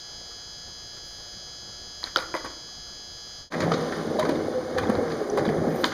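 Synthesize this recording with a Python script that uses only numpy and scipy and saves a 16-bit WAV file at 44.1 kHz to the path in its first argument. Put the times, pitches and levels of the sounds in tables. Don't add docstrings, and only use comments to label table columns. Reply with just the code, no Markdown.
import sys
import numpy as np
from scipy import signal
from scipy.fft import rfft, irfft, next_fast_len
from scipy.io import wavfile
from scipy.ndimage import uniform_filter1d

SR = 44100
rng = np.random.default_rng(int(sys.argv[2]) if len(sys.argv) > 2 else 0)


def makeup_ratio(level_db):
    decades = np.asarray(level_db, float) / 20
    return 10 ** decades


def wrap_up_sound(samples):
    columns = np.atleast_2d(samples).T
    tamed = np.clip(columns, -1, 1)
    steps = np.round(tamed * 32767).astype(np.int16)
    wavfile.write(sys.argv[1], SR, steps)


N = 261513
CHANGE_S = 3.5


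def evened(x):
    return x / np.sqrt(np.mean(x ** 2) + 1e-20)


def read(points, hz):
    f, value = np.transpose(points)
    return np.interp(np.log(hz + 1), np.log(f + 1), value)


def curve(rows, order):
    rows = np.array(rows)
    return np.interp(np.arange(N) / SR, rows[:, 0], rows[:, order])


def band(x, lo_hz, hi_hz, kind="bandpass"):
    return signal.sosfilt(signal.butter(3, [lo_hz, hi_hz], kind, fs=SR, output="sos"), x)


def ring(x, hz, width):
    turn = np.exp(2j * np.pi * np.cumsum(hz * np.ones(len(x))) / SR)
    r = np.exp(-np.pi * width / SR)
    return 2 * (turn * signal.lfilter([1 - r], [1, -r], x / turn)).real


def sing(x, hz, width):
    return evened(ring(ring(x, hz, width), hz, 1.9 * width))


def body(x, modes):
    return sum((-1) ** k * makeup_ratio(db) * ring(x, hz, width) for k, (hz, width, db) in enumerate(modes))


def hiss(spectrum, patchy_db, flicker_db):
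    frames = N // 128 + 5
    a, b, patches = rng.standard_normal((frames, 257, 3)).T
    patches = evened(uniform_filter1d(uniform_filter1d(patches, size=6, axis=0), size=14, axis=1))
    flicker = evened(uniform_filter1d(rng.standard_normal(frames), size=3))
    z = (a + 1j * b) * makeup_ratio(patchy_db * np.clip(patches, -2, 2) + flicker_db * np.clip(flicker, -2, 2))
    white = signal.istft(z, nperseg=512, noverlap=384)[1][:N]
    colour = makeup_ratio(read(spectrum, np.fft.rfftfreq(N, 1 / SR)))
    return evened(irfft(rfft(white) * colour, N))


def add(mix, s, sound, peak_db):
    part = mix[round(s * SR):][:len(sound)]
    part += makeup_ratio(peak_db) * sound[:len(part)] / abs(sound).max()


def swell(start, length, peak_db, rise_db_s, fall_db_s):
    t = np.arange(N) / SR - start
    return peak_db + rise_db_s * np.minimum(t, 0) - fall_db_s * np.maximum(t - length, 0)


# (pitch [Hz], level [dB per Hz])
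NIGHT_COLOUR = [(20, -3.5), (45, 3.5), (110, -1.5), (300, -10), (650, -8.5), (1000, -15.5), (1400, -11.5),
                (2300, -24), (3300, -21), (5000, -11.5), (6500, -13), (7400, -17.5), (9400, -37),
                (15000, -33)]


def night():
    return hiss(NIGHT_COLOUR, patchy_db=1.9, flicker_db=0.4) * makeup_ratio(-48.5)


# (pitch [Hz], level [dB rms])
FAINT_BUZZ = [(600, -66), (1800, -66), (2400, -69), (4500, -77), (6500, -135), (8500, -84.5), (9600, -74.5),
              (14000, -96.5)]


def lamp(lines, mains_hz, faint_db, waver_db):
    multiple = np.arange(5, 250)
    hz = multiple * mains_hz
    chance = rng.random((2, len(multiple)))
    gain = makeup_ratio(read(FAINT_BUZZ, hz) + faint_db - 10 * chance[0] - 9.3 * (multiple % 2))
    strong, strong_db = np.transpose(lines)
    gain[strong.astype(int) - multiple[0]] = makeup_ratio(strong_db) / abs(housing(strong * mains_hz))
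    pairs = (multiple + 2 * (multiple > 92)) // 4 * (multiple > 72)
    loose = np.where((multiple < 48) | (multiple > 125), 1, .08)
    turns = pairs / 2 + loose * chance[1]
    turns = turns - .045 * multiple
    phase = np.linspace(0, 1, 8193)
    cycle = np.sqrt(2) * gain @ np.sin(2 * np.pi * (np.outer(multiple, phase) + turns[:, None]))
    buzz = np.interp(np.arange(N) * mains_hz / SR % 1, phase, cycle)
    return buzz * makeup_ratio(waver_db * evened(uniform_filter1d(rng.standard_normal(N), size=4000)))


# (multiple of the mains [count], level [dB rms])
LAMP = [(12, -64.0), (28, -59.2), (50, -60.7), (54, -54.6), (56, -54.8), (58, -62.9), (66, -60.6),
        (68, -53.5), (70, -64.0), (74, -56.6), (78, -54.5), (80, -55.8), (82, -47.8), (84, -49.2)]
# (multiple of the mains [count], level [dB rms])
LAMP_HIGH = [(86, -55.9), (88, -61.8), (90, -65.8), (98, -60.2), (100, -61.6), (102, -65.7), (104, -59.1),
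             (106, -56.6), (107, -66.3), (108, -55.2), (110, -61.5), (116, -66.1), (120, -65.6),
             (162, -75.9)]
# (multiple of the mains [count], level [dB rms])
WEAK_LINES = [(6, -67), (8, -67), (62, -71.6), (72, -71.0), (73, -67.4), (76, -73.2), (77, -68.9),
              (99, -67.2), (112, -69.6), (114, -72.4), (118, -72.8), (151, -78.5), (160, -78.1),
              (200, -81.8),
              (29, -77), (30, -72), (32, -74), (34, -81), (35, -74), (36, -74), (37, -78), (38, -78),
                  (40, -76), (43, -87), (44, -75), (46, -85), (47, -82), (51, -87)]


def near_lamp():
    lines = LAMP + LAMP_HIGH + WEAK_LINES
    return lamp(lines, mains_hz=59.9695, faint_db=0, waver_db=0.17)


# (time [s], peak level [dB], pitch [Hz])
STEPS = [
    (0.2, -41.5, 520),
    (0.31, -44, 1290),
    (0.68, -46, 693),
    (0.965, -43, 1315),
]


def steps(pat_s=0.0068):
    out, t = np.zeros(N), np.arange(4000) / SR
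    for s, peak_db, hz in STEPS:
        noise = rng.standard_normal(4000)
        add(out, s, ring(noise, hz, 497) * t * np.exp(-t / pat_s), peak_db)
    return out


def scuffs(rows, spectrum):
    rise_db, lift_db_s, fade_db_s = 36, 300, 35
    t, level = np.arange(N) / SR, np.zeros(N)
    for s, rise, length, db in rows:
        swell_db = swell(s + rise, length, db, rise_db / rise, lift_db_s)
        level += makeup_ratio(swell_db - fade_db_s * np.maximum(t - s - rise, 0))
    return hiss(spectrum, patchy_db=1.5, flicker_db=2.2) * level


# (start time [s], rise [s], length [s], peak level [dB])
SCUFF = [
    (1.027, 0.028, 0.29, -60),
]
# (pitch [Hz], level [dB per Hz])
SOLE = [(6000, -30), (8500, -16), (10000, 8), (12000, -9), (15000, -1)]


def shoe_scuff():
    return scuffs(SCUFF, SOLE)


def blows(rows, rise_s, chatter_s, snap, tick_width, spray_s):
    out, fizz, t = np.zeros(N), np.zeros(N), np.arange(4000) / SR
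    lead_s = rise_s / 2 - .0009
    rise = np.clip(t / rise_s, 0, 1) ** 2
    after = np.maximum(t - rise_s, 0)
    for s, tick_db, tick_hz, clack_db, clack_hz, fizz_db in rows:
        noise = rng.standard_normal(4000)
        drive = noise * rise * np.exp(-after / chatter_s) + snap * (t == 0)
        spray = noise * rise * np.exp(-after / spray_s) + 5.6 * snap * (t == 0)
        tick = ring(ring(drive, tick_hz, tick_width), tick_hz, 2.0 * tick_width)
        clack = ring(ring(drive, clack_hz, 900), clack_hz, 1800)
        add(out, s - lead_s, band(tick, 910, 7200), tick_db)
        add(out, s - lead_s, band(clack, 500, 2600), clack_db + 6.5)
        add(fizz, s - lead_s, band(ring(spray, 9500, 2500), 8000, 17000), fizz_db + 10.5)
    return out, fizz


def struck(rows):
    return [(s, tick_db, hz, clack_db, 1116, fizz_db) for s, clack_db, tick_db, hz, fizz_db in rows]


# (time [s], clack level [dB], tick level [dB], tick pitch [Hz], fizz level [dB])
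KNOCKS = [
    (2.03, -33, -34, 5200, -50),
    (2.0392, -33, -21, 4070, -50),
    (2.1596, -36, -15, 3300, -42),
    (2.1697, -29, -17, 4500, -44),
    (2.1824, -47, -26, 4100, -54),
    (2.1883, -25, -33, 4050, -51),
    (2.34, -25, -44, 4933, -48),
    (2.3498, -25, -35, 4840, -47),
    (5.8414, -15, -11, 3450, -58),
    (5.8512, -31, -24, 3300, -47),
]


def knocks():
    return blows(struck(KNOCKS), rise_s=0.000068, chatter_s=0.0018, snap=5.2, tick_width=1170, spray_s=0.004)


# (pitch [Hz], time to die by 60 dB [s])
PORCH = [(200, 0.91), (600, 0.59), (1700, 0.45), (4500, 0.24), (12000, 0.42)]


def porch(x, gap_s):
    taps = np.zeros(SR // 2)
    at = np.arange(0, SR // 2 - 20, 20)
    taps[at + rng.integers(0, 20, len(at))] = rng.choice([-1., 1.], len(at))
    taps *= np.clip(np.arange(SR // 2) / (gap_s * SR), 0, 1)
    hz, t, z = signal.stft(taps, SR, nperseg=256)
    tail = signal.istft(z * makeup_ratio(-60 * t / read(PORCH, hz)[:, None]), SR, nperseg=256)[1]
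    return signal.fftconvolve(x, tail / np.linalg.norm(tail))[:N]


def thuds(rows, rise_s, ring_s, overtone):
    out, t = np.zeros(N), np.arange(4000) / SR
    for s, peak_db, hz in rows:
        swing = np.sin(2 * np.pi * hz * t) + overtone * np.sin(2 * np.pi * 1.566 * hz * t)
        add(out, s, swing * (1 - np.exp(-t / rise_s)) * np.exp(-t / ring_s), peak_db)
    return out


# (time [s], peak level [dB], pitch [Hz])
DECK_THUDS = [(2.037, -39.5, 320), (2.161, -36.5, 99), (2.161, -24.5, 350), (2.172, -22, 530),
              (2.341, -23.5, 348), (2.351, -22.5, 565), (2.443, -33.5, 294), (3.631, -21.5, 164),
              (3.603, -17, 600), (3.715, -13, 458), (4.188, -19, 594), (4.2895, -11, 310), (4.29, -18, 620),
              (4.319, -15.5, 340), (4.892, -19, 483), (4.894, -14, 228), (5.38, -13, 520),
              (5.479, -15.5, 213), (5.563, -17.5, 349), (5.671, -17, 249), (5.835, -15.5, 311)]


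def deck_thuds():
    return thuds(DECK_THUDS, rise_s=0.0038, ring_s=0.0046, overtone=0.45)


def pings(rows, burst_s):
    out, t = np.zeros(N), np.arange(1000) / SR
    for s, peak_db, hz, width in rows:
        noise = rng.standard_normal(1000)
        tone = (1 + 0.83 * noise) * np.sin(2 * np.pi * hz * t) * np.exp(-t / burst_s)
        burst = tone + noise * (t < burst_s)
        add(out, s, ring(ring(burst, hz, width), hz, width), peak_db)
    return out


# (time [s], peak level [dB], pitch [Hz],
# width [Hz])
BARE_PARTS = [(2.04, -16.5, 4080, 540), (2.1607, -29, 13000, 7000), (2.1604, -10, 3200, 1500),
              (2.1702, -13, 4800, 980), (2.1883, -24, 4100, 800), (2.183, -21, 3870, 680),
              (5.8423, -10, 3660, 700), (4.2925, -31, 3500, 900), (5.489, -24, 1300, 1400),
              (5.3, -22, 5900, 1000), (6.5, -15, 1520, 1300), (5.8463, -12, 1770, 960),
              (5.8533, -20, 3000, 2500)]


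def bare_parts():
    return pings(BARE_PARTS, burst_s=0.00042)


# (time [s], peak level [dB], centre pitch [Hz], width [Hz], time to die by 60 dB [s])
SHUDDERS = [(2.043, -33, 1000, 1400, .1), (2.066, -32, 1100, 1600, 0.16), (2.164, -24.5, 1300, 1500, 0.33),
            (2.186, -40, 1400, 1800, 0.4), (2.344, -27, 900, 1300, 0.18), (2.36, -32, 1200, 1800, 0.1),
            (2.445, -33, 900, 1500, 0.14), (5.843, -40, 9800, 2000, .15), (5.7, -35, 2000, 900, 1),
            (3.53, -28, 1390, 1200, 0.33), (3.616, -20.5, 1390, 1200, 0.22), (3.73, -34, 1600, 1400, 0.23),
            (5.845, -20, 3960, 2500, 0.22), (5.846, -27, 1500, 1600, 0.15)]


def shudders(rise_s=0.0048, grain_db=2.2):
    out, t = np.zeros(N), np.arange(9000) / SR
    for s, peak_db, hz, width, t60 in SHUDDERS:
        noise, grain = rng.standard_normal((2, 9000))
        shake = noise * makeup_ratio(grain_db * evened(uniform_filter1d(grain, size=60)) - 60 * t / t60)
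        add(out, s, ring(ring(shake * np.clip(t / rise_s, 0, 1), hz, width), hz, 2 * width), peak_db)
    return out


# (time [s], strength [dB], clack pitch [Hz], brightness [dB])
RATTLES = [(2.058, -41, 1560, 8), (2.0698, -44, 1650, 0), (2.1987, -32, 1000, 1), (2.2195, -37, 1130, 3),
           (2.346, -34, 900, -16), (2.3624, -34, 1450, 3.5), (2.4446, -32, 1130, -10),
           (2.457, -36, 910, -2), (2.468, -50, 1520, -2), (2.5, -46, 1140, 4), (3.5192, -27, 1230, -2.5),
           (3.5375, -28, 1440, -14), (3.624, -32, 1410, -4), (3.735, -36.5, 1900, 15),
           (3.921, -29.5, 1500, -3), (4.207, -34, 1520, -15), (4.226, -28, 1010, -1), (4.249, -28, 1010, 0),
           (4.308, -34, 1080, 0), (4.3497, -41, 1080, 4), (4.775, -30, 1300, -1), (4.83, -28.5, 1110, -5),
           (4.8512, -35, 953, -2), (4.9493, -32, 1010, -3), (5.1, -35.5, 1760, -2), (5.1157, -36, 1800, 5),
           (5.45, -27.5, 1030, -3), (5.4625, -38, 1630, 0), (5.834, -23.5, 1000, -20),
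           (5.858, -32, 1215, 6), (5.9174, -25.5, 1200, -18)]


def rattles():
    rows = []
    for s, db, hz, bright_db in RATTLES:
        fizz_db = -19.5 if s < CHANGE_S else -34
        rows.append((s, db + bright_db, 4320, db, hz, db + fizz_db))
    return blows(rows, rise_s=0.0032, chatter_s=0.0085, snap=0, tick_width=2050, spray_s=0.0035)


# (time [s], peak level [dB], pitch [Hz])
CRACKS = [
    (2.1596, -17, 3170),
    (4.783, -11, 2050),
    (5.8418, -6.5, 2400),
]


def cracks(cycles=0.61):
    out = np.zeros(N)
    for s, peak_db, hz in CRACKS:
        u = np.arange(200) / SR * hz * 2 * np.pi / cycles
        add(out, s + .0009, band((1 - u) * np.exp(-u), 300, 5000), peak_db)
    return out


# (time [s], peak level [dB], pitch [Hz])
SLAM_RING = [
    (2.1604, -8.5, 1390),
]
# (time [s], peak level [dB], pitch [Hz])
AXLE_RINGS = [
    (2.1735, -26, 1400),
    (2.3565, -27, 894),
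    (2.3405, -21, 1000),
    (2.4445, -30, 1110),
    (2.3502, -25.5, 1998),
    (3.7169, -13, 1236),
    (4.2242, -20, 1003),
    (4.783, -21, 1710),
    (5.8425, -14, 983),
]


def axle_rings():
    slam = thuds(SLAM_RING, rise_s=0.0004, ring_s=0.0033, overtone=0.08)
    return thuds(AXLE_RINGS, rise_s=0.0007, ring_s=0.0045, overtone=0.15) + slam


def far_lamp():
    return makeup_ratio(-14) * lamp(LAMP + LAMP_HIGH, mains_hz=60.0, faint_db=7.5, waver_db=0.65)


def grit(per_s, spread_db):
    size = makeup_ratio(spread_db * np.minimum(rng.exponential(1, N), 5)) * rng.choice([-1, 1], N)
    return size * (rng.random(N) < per_s / SR)


# (start time [s], length [s], hum level [dB], boom level [dB])
HOLLOWS = [(3.622, 0.14, -27, -42.5), (3.996, 0.091, -36, -52), (4.187, 0.065, -35.5, -46.5),
           (4.28, 0.19, -40.5, -47.5), (4.79, 0.046, -36.5, -34.5), (4.902, 0.062, -39.5, -34),
           (5.08, 0.091, -38.5, -50), (5.381, 0.057, -35, -40), (5.534, 0.073, -29.5, -35.5),
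           (5.7, 0.033, -34, -54), (5.86, 0.095, -48, -47)]


def drumming(floor_db, order):
    rise_db_s, fall_db_s = 248, 140
    lifts = [swell(row[0], row[1], row[order], rise_db_s, fall_db_s) for row in HOLLOWS]
    return makeup_ratio(np.maximum(np.max(lifts, axis=0), floor_db))


def slab():
    drone = 0.72 * np.sin(2 * np.pi * 165 * np.arange(N) / SR)
    hum = 0.91 * sing(grit(600, 1.0), 157.7, 32.5) + drone
    boom = sing(grit(550, 0.81), 91, 26.0)
    return hum * drumming(-47, order=2) + boom * drumming(-51.5, order=3)


# (time [s], rumble level [dB])
LOAD = [(3.5, -41), (3.53, -31.5), (3.63, -23.5), (3.75, -25.5), (3.85, -28.5), (4.01, -29), (4.3, -26),
        (4.66, -33), (4.8, -28.5), (4.93, -25.5), (5.12, -29.5), (5.25, -29), (5.46, -27), (5.58, -27.5),
        (5.66, -24.5), (5.72, -25), (5.93, -32.5)]


def follow(level_db, share, sag_db_s):
    mean_load_db = -29
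    slowing_db = sag_db_s * (np.arange(N) / SR - CHANGE_S)
    return makeup_ratio(level_db + share * (curve(LOAD, order=1) - mean_load_db) - slowing_db)


# (pitch [Hz], width [Hz], level [dB])
DECK = [(230, 56, -1), (340, 78, -0.5), (423, 47, 2.5), (525, 93, 2.5), (602, 123, -1), (782, 77, -5.5)]
# (time [s], pitch [Hz], level over the rumble [dB])
SINGING = [(3.5, 500, -8), (3.75, 462, -7), (3.95, 488, -6.5), (4.1, 521, -19), (4.45, 540, -28),
           (4.55, 517, 3), (4.8, 495.6, 0.5), (5.04, 479, 1), (5.2, 421, -10.5), (5.45, 404, -6.5),
           (5.6, 393, -13.5), (5.93, 340, 1)]


def deck():
    shake = grit(1500, 2.62)
    singing = sing(shake, curve(SINGING, order=1), 26.3) * makeup_ratio(curve(SINGING, order=2))
    rumble = evened(band(body(shake, DECK), 105, 1010))
    return (rumble + singing) * makeup_ratio(curve(LOAD, order=1) + 0.5)


# (pitch [Hz], width [Hz], level [dB])
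TRUCK = [(1010, 170, -1), (1232, 200, 4), (1450, 530, -0.5), (1797, 204, 0), (2170, 166, -5.5)]


def trucks():
    bumps = uniform_filter1d(uniform_filter1d(rng.standard_normal(N), size=400), size=400)
    shake = evened(band(body(grit(2500, 0.41), TRUCK), 680, 2160))
    return makeup_ratio(1 * evened(bumps)) * shake * follow(-41, share=0.57, sag_db_s=0)


# (pitch [Hz], level [dB per Hz])
WHEEL = [(2000, -56), (2600, 4.5), (3500, 3), (5000, 3.5), (6300, 1), (7500, -13), (8500, -37)]


def wheels():
    spin = makeup_ratio(80 * np.maximum(np.arange(N) / SR - 5.742, 0))
    return hiss(WHEEL, 0.33, 0.66) * follow(-43.5, share=0.27, sag_db_s=3.5) * spin


# (pitch [Hz], level [dB per Hz])
BEARING = [(7000, -40), (8200, -9.5), (9600, 1.5), (11500, -10.5), (15000, -14.5)]


def bearings():
    return hiss(BEARING, 1.2, 1.7) * follow(-57, share=0.18, sag_db_s=0.5)


# (start time [s], length [s], lift [dB])
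COARSE = [
    (3.777, 0.23, 3),
    (5.07, 0.15, 2),
]


def rolling():
    edge_db_s = 44
    coarse = makeup_ratio(sum(np.maximum(swell(*row, edge_db_s, edge_db_s), 0) for row in COARSE))
    return slab() + deck() + coarse * (trucks() + wheels() + bearings())


# (time [s], peak level [dB], pitch [Hz], width [Hz])
JOINT_TICKS = [(3.566, -34, 2100, 900), (3.62, -26, 4400, 1200), (3.628, -33, 4900, 1200),
               (3.65, -38, 3170, 703), (3.722, -26.5, 3420, 900), (3.741, -20, 1200, 600),
               (3.738, -29, 2100, 600), (4.189, -28, 3820, 900), (4.21, -35, 4800, 900),
               (4.228, -24, 2010, 696), (4.25, -25, 1700, 800), (4.308, -34, 4550, 1000),
               (4.355, -32, 2080, 700), (4.356, -35, 3600, 800), (4.798, -32, 3300, 700),
               (4.802, -32, 1700, 900), (4.839, -22, 900, 900), (4.842, -38, 3700, 900),
               (4.871, -34, 3400, 900), (4.897, -35, 3500, 900), (4.952, -34, 4230, 1198),
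               (4.97, -37, 2100, 700), (5.394, -22, 1730, 1000), (5.452, -31, 3970, 1300),
               (5.464, -31, 3450, 700), (5.48, -35, 4550, 800), (5.481, -33, 3120, 600), (5.5, -35, 4600, 1000),
               (5.501, -33, 1500, 1000), (5.57, -37, 3440, 800), (5.566, -26, 600, 600),
               (5.853, -25, 1320, 900), (5.922, -35, 3450, 800)]


def joint_ticks():
    return pings(JOINT_TICKS, burst_s=0.0018)


# (time [s], clack level [dB], tick level [dB], tick pitch [Hz], fizz level [dB])
JOINTS = [
    (3.6021, -24.5, -20.5, 4830, -50),
    (3.716, -24, -22, 4030, -55),
    (4.1924, -24.5, -20, 3900, -41),
    (4.2902, -28.5, -23, 3600, -47),
    (4.783, -21.5, -25, 3440, -41),
    (4.8952, -26, -28, 3200, -46),
    (5.3717, -21.5, -30, 4290, -43),
    (5.3828, -34, -23.5, 4320, -57),
    (5.4875, -25.5, -32, 3240, -54),
]


def joints():
    return blows(struck(JOINTS), rise_s=.0035, chatter_s=0.0072, snap=0.3, tick_width=2900, spray_s=0.0047)


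# (time [s], peak level [dB], pitch [Hz])
DECK_HUMS = [
    (4.187, -16, 628),
    (4.761, -15, 499),
    (4.886, -20, 490),
    (4.943, -21, 480),
    (5.375, -22.5, 557),
    (5.498, -17, 419.5),
]


def deck_hums():
    return thuds(DECK_HUMS, rise_s=0.0027, ring_s=0.011, overtone=0.3)


# (start time [s], rise [s], length [s], peak level [dB])
DRAGS = [
    (5.55, 0.14, 0.1, -56),
    (5.73, 0.024, 0.005, -46),
    (5.79, 0.024, .008, -45),
    (5.832, 0.012, 0.036, -55),
]
# (pitch [Hz], level [dB per Hz])
GRIP = [(2500, -30), (4500, -12), (6500, -10), (9500, -1), (12500, -1), (15000, 0)]


def grip_drags():
    return scuffs(DRAGS, GRIP)


def scene():
    knock, knock_fizz = knocks()
    knock = knock + cracks()
    bare = bare_parts() + joint_ticks()
    joint, joint_fizz = np.add(joints(), rattles())
    weight = deck_thuds() + deck_hums()
    axles = axle_rings()
    wet = makeup_ratio(-20) * bare + makeup_ratio(-8.5) * knock + makeup_ratio(2.5) * knock_fizz
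    wet = wet + makeup_ratio(-6.0) * joint + makeup_ratio(-10) * joint_fizz + makeup_ratio(-6) * weight + makeup_ratio(-11) * axles
    board = bare + knock + knock_fizz + joint + joint_fizz + weight + axles
    board = board + shudders() + porch(wet, gap_s=0.0017)
    air = night()
    first = near_lamp() + air
    for _ in range(2):
        first = band(first, 7740, 8230, "bandstop")
    second = far_lamp() + rolling() + air
    place = np.where(np.arange(N) < CHANGE_S * SR, first, second)
    return (place + board + shoe_scuff() + grip_drags() + steps())[None]


# (pitch [Hz], width [Hz])
NOTCHES = [(2707, 580), (5510, 560), (7850, 1320), (10930, 1130)]


def housing(hz):
    leak = .03
    notches = [signal.freqz(*signal.iirnotch(f, f / width, SR), hz, fs=SR)[1] for f, width in NOTCHES]
    return np.prod([leak + (1 - leak) * notch for notch in notches], axis=0)


def roll_off(x):
    return signal.sosfilt(signal.butter(12, 16450, fs=SR, output="sos"), x)


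# (time [s], gain [0-1])
FADER = [
    (3.402, 0.99),
    (3.5, 0),
    (3.512, 0.3),
    (3.53, 0.84),
]


def record(dry):
    size = next_fast_len(N + SR // 4)
    hz = np.fft.rfftfreq(size, 1 / SR)
    edge = makeup_ratio(np.clip((15250 - hz) * .12, -34, 0))
    heard = irfft(rfft(dry, size) * housing(hz) * edge, size)[:, :N]
    return roll_off(heard * np.clip(curve(FADER, order=1), 0, 1))


dry = scene()
out = record(dry)
wrap_up_sound(out)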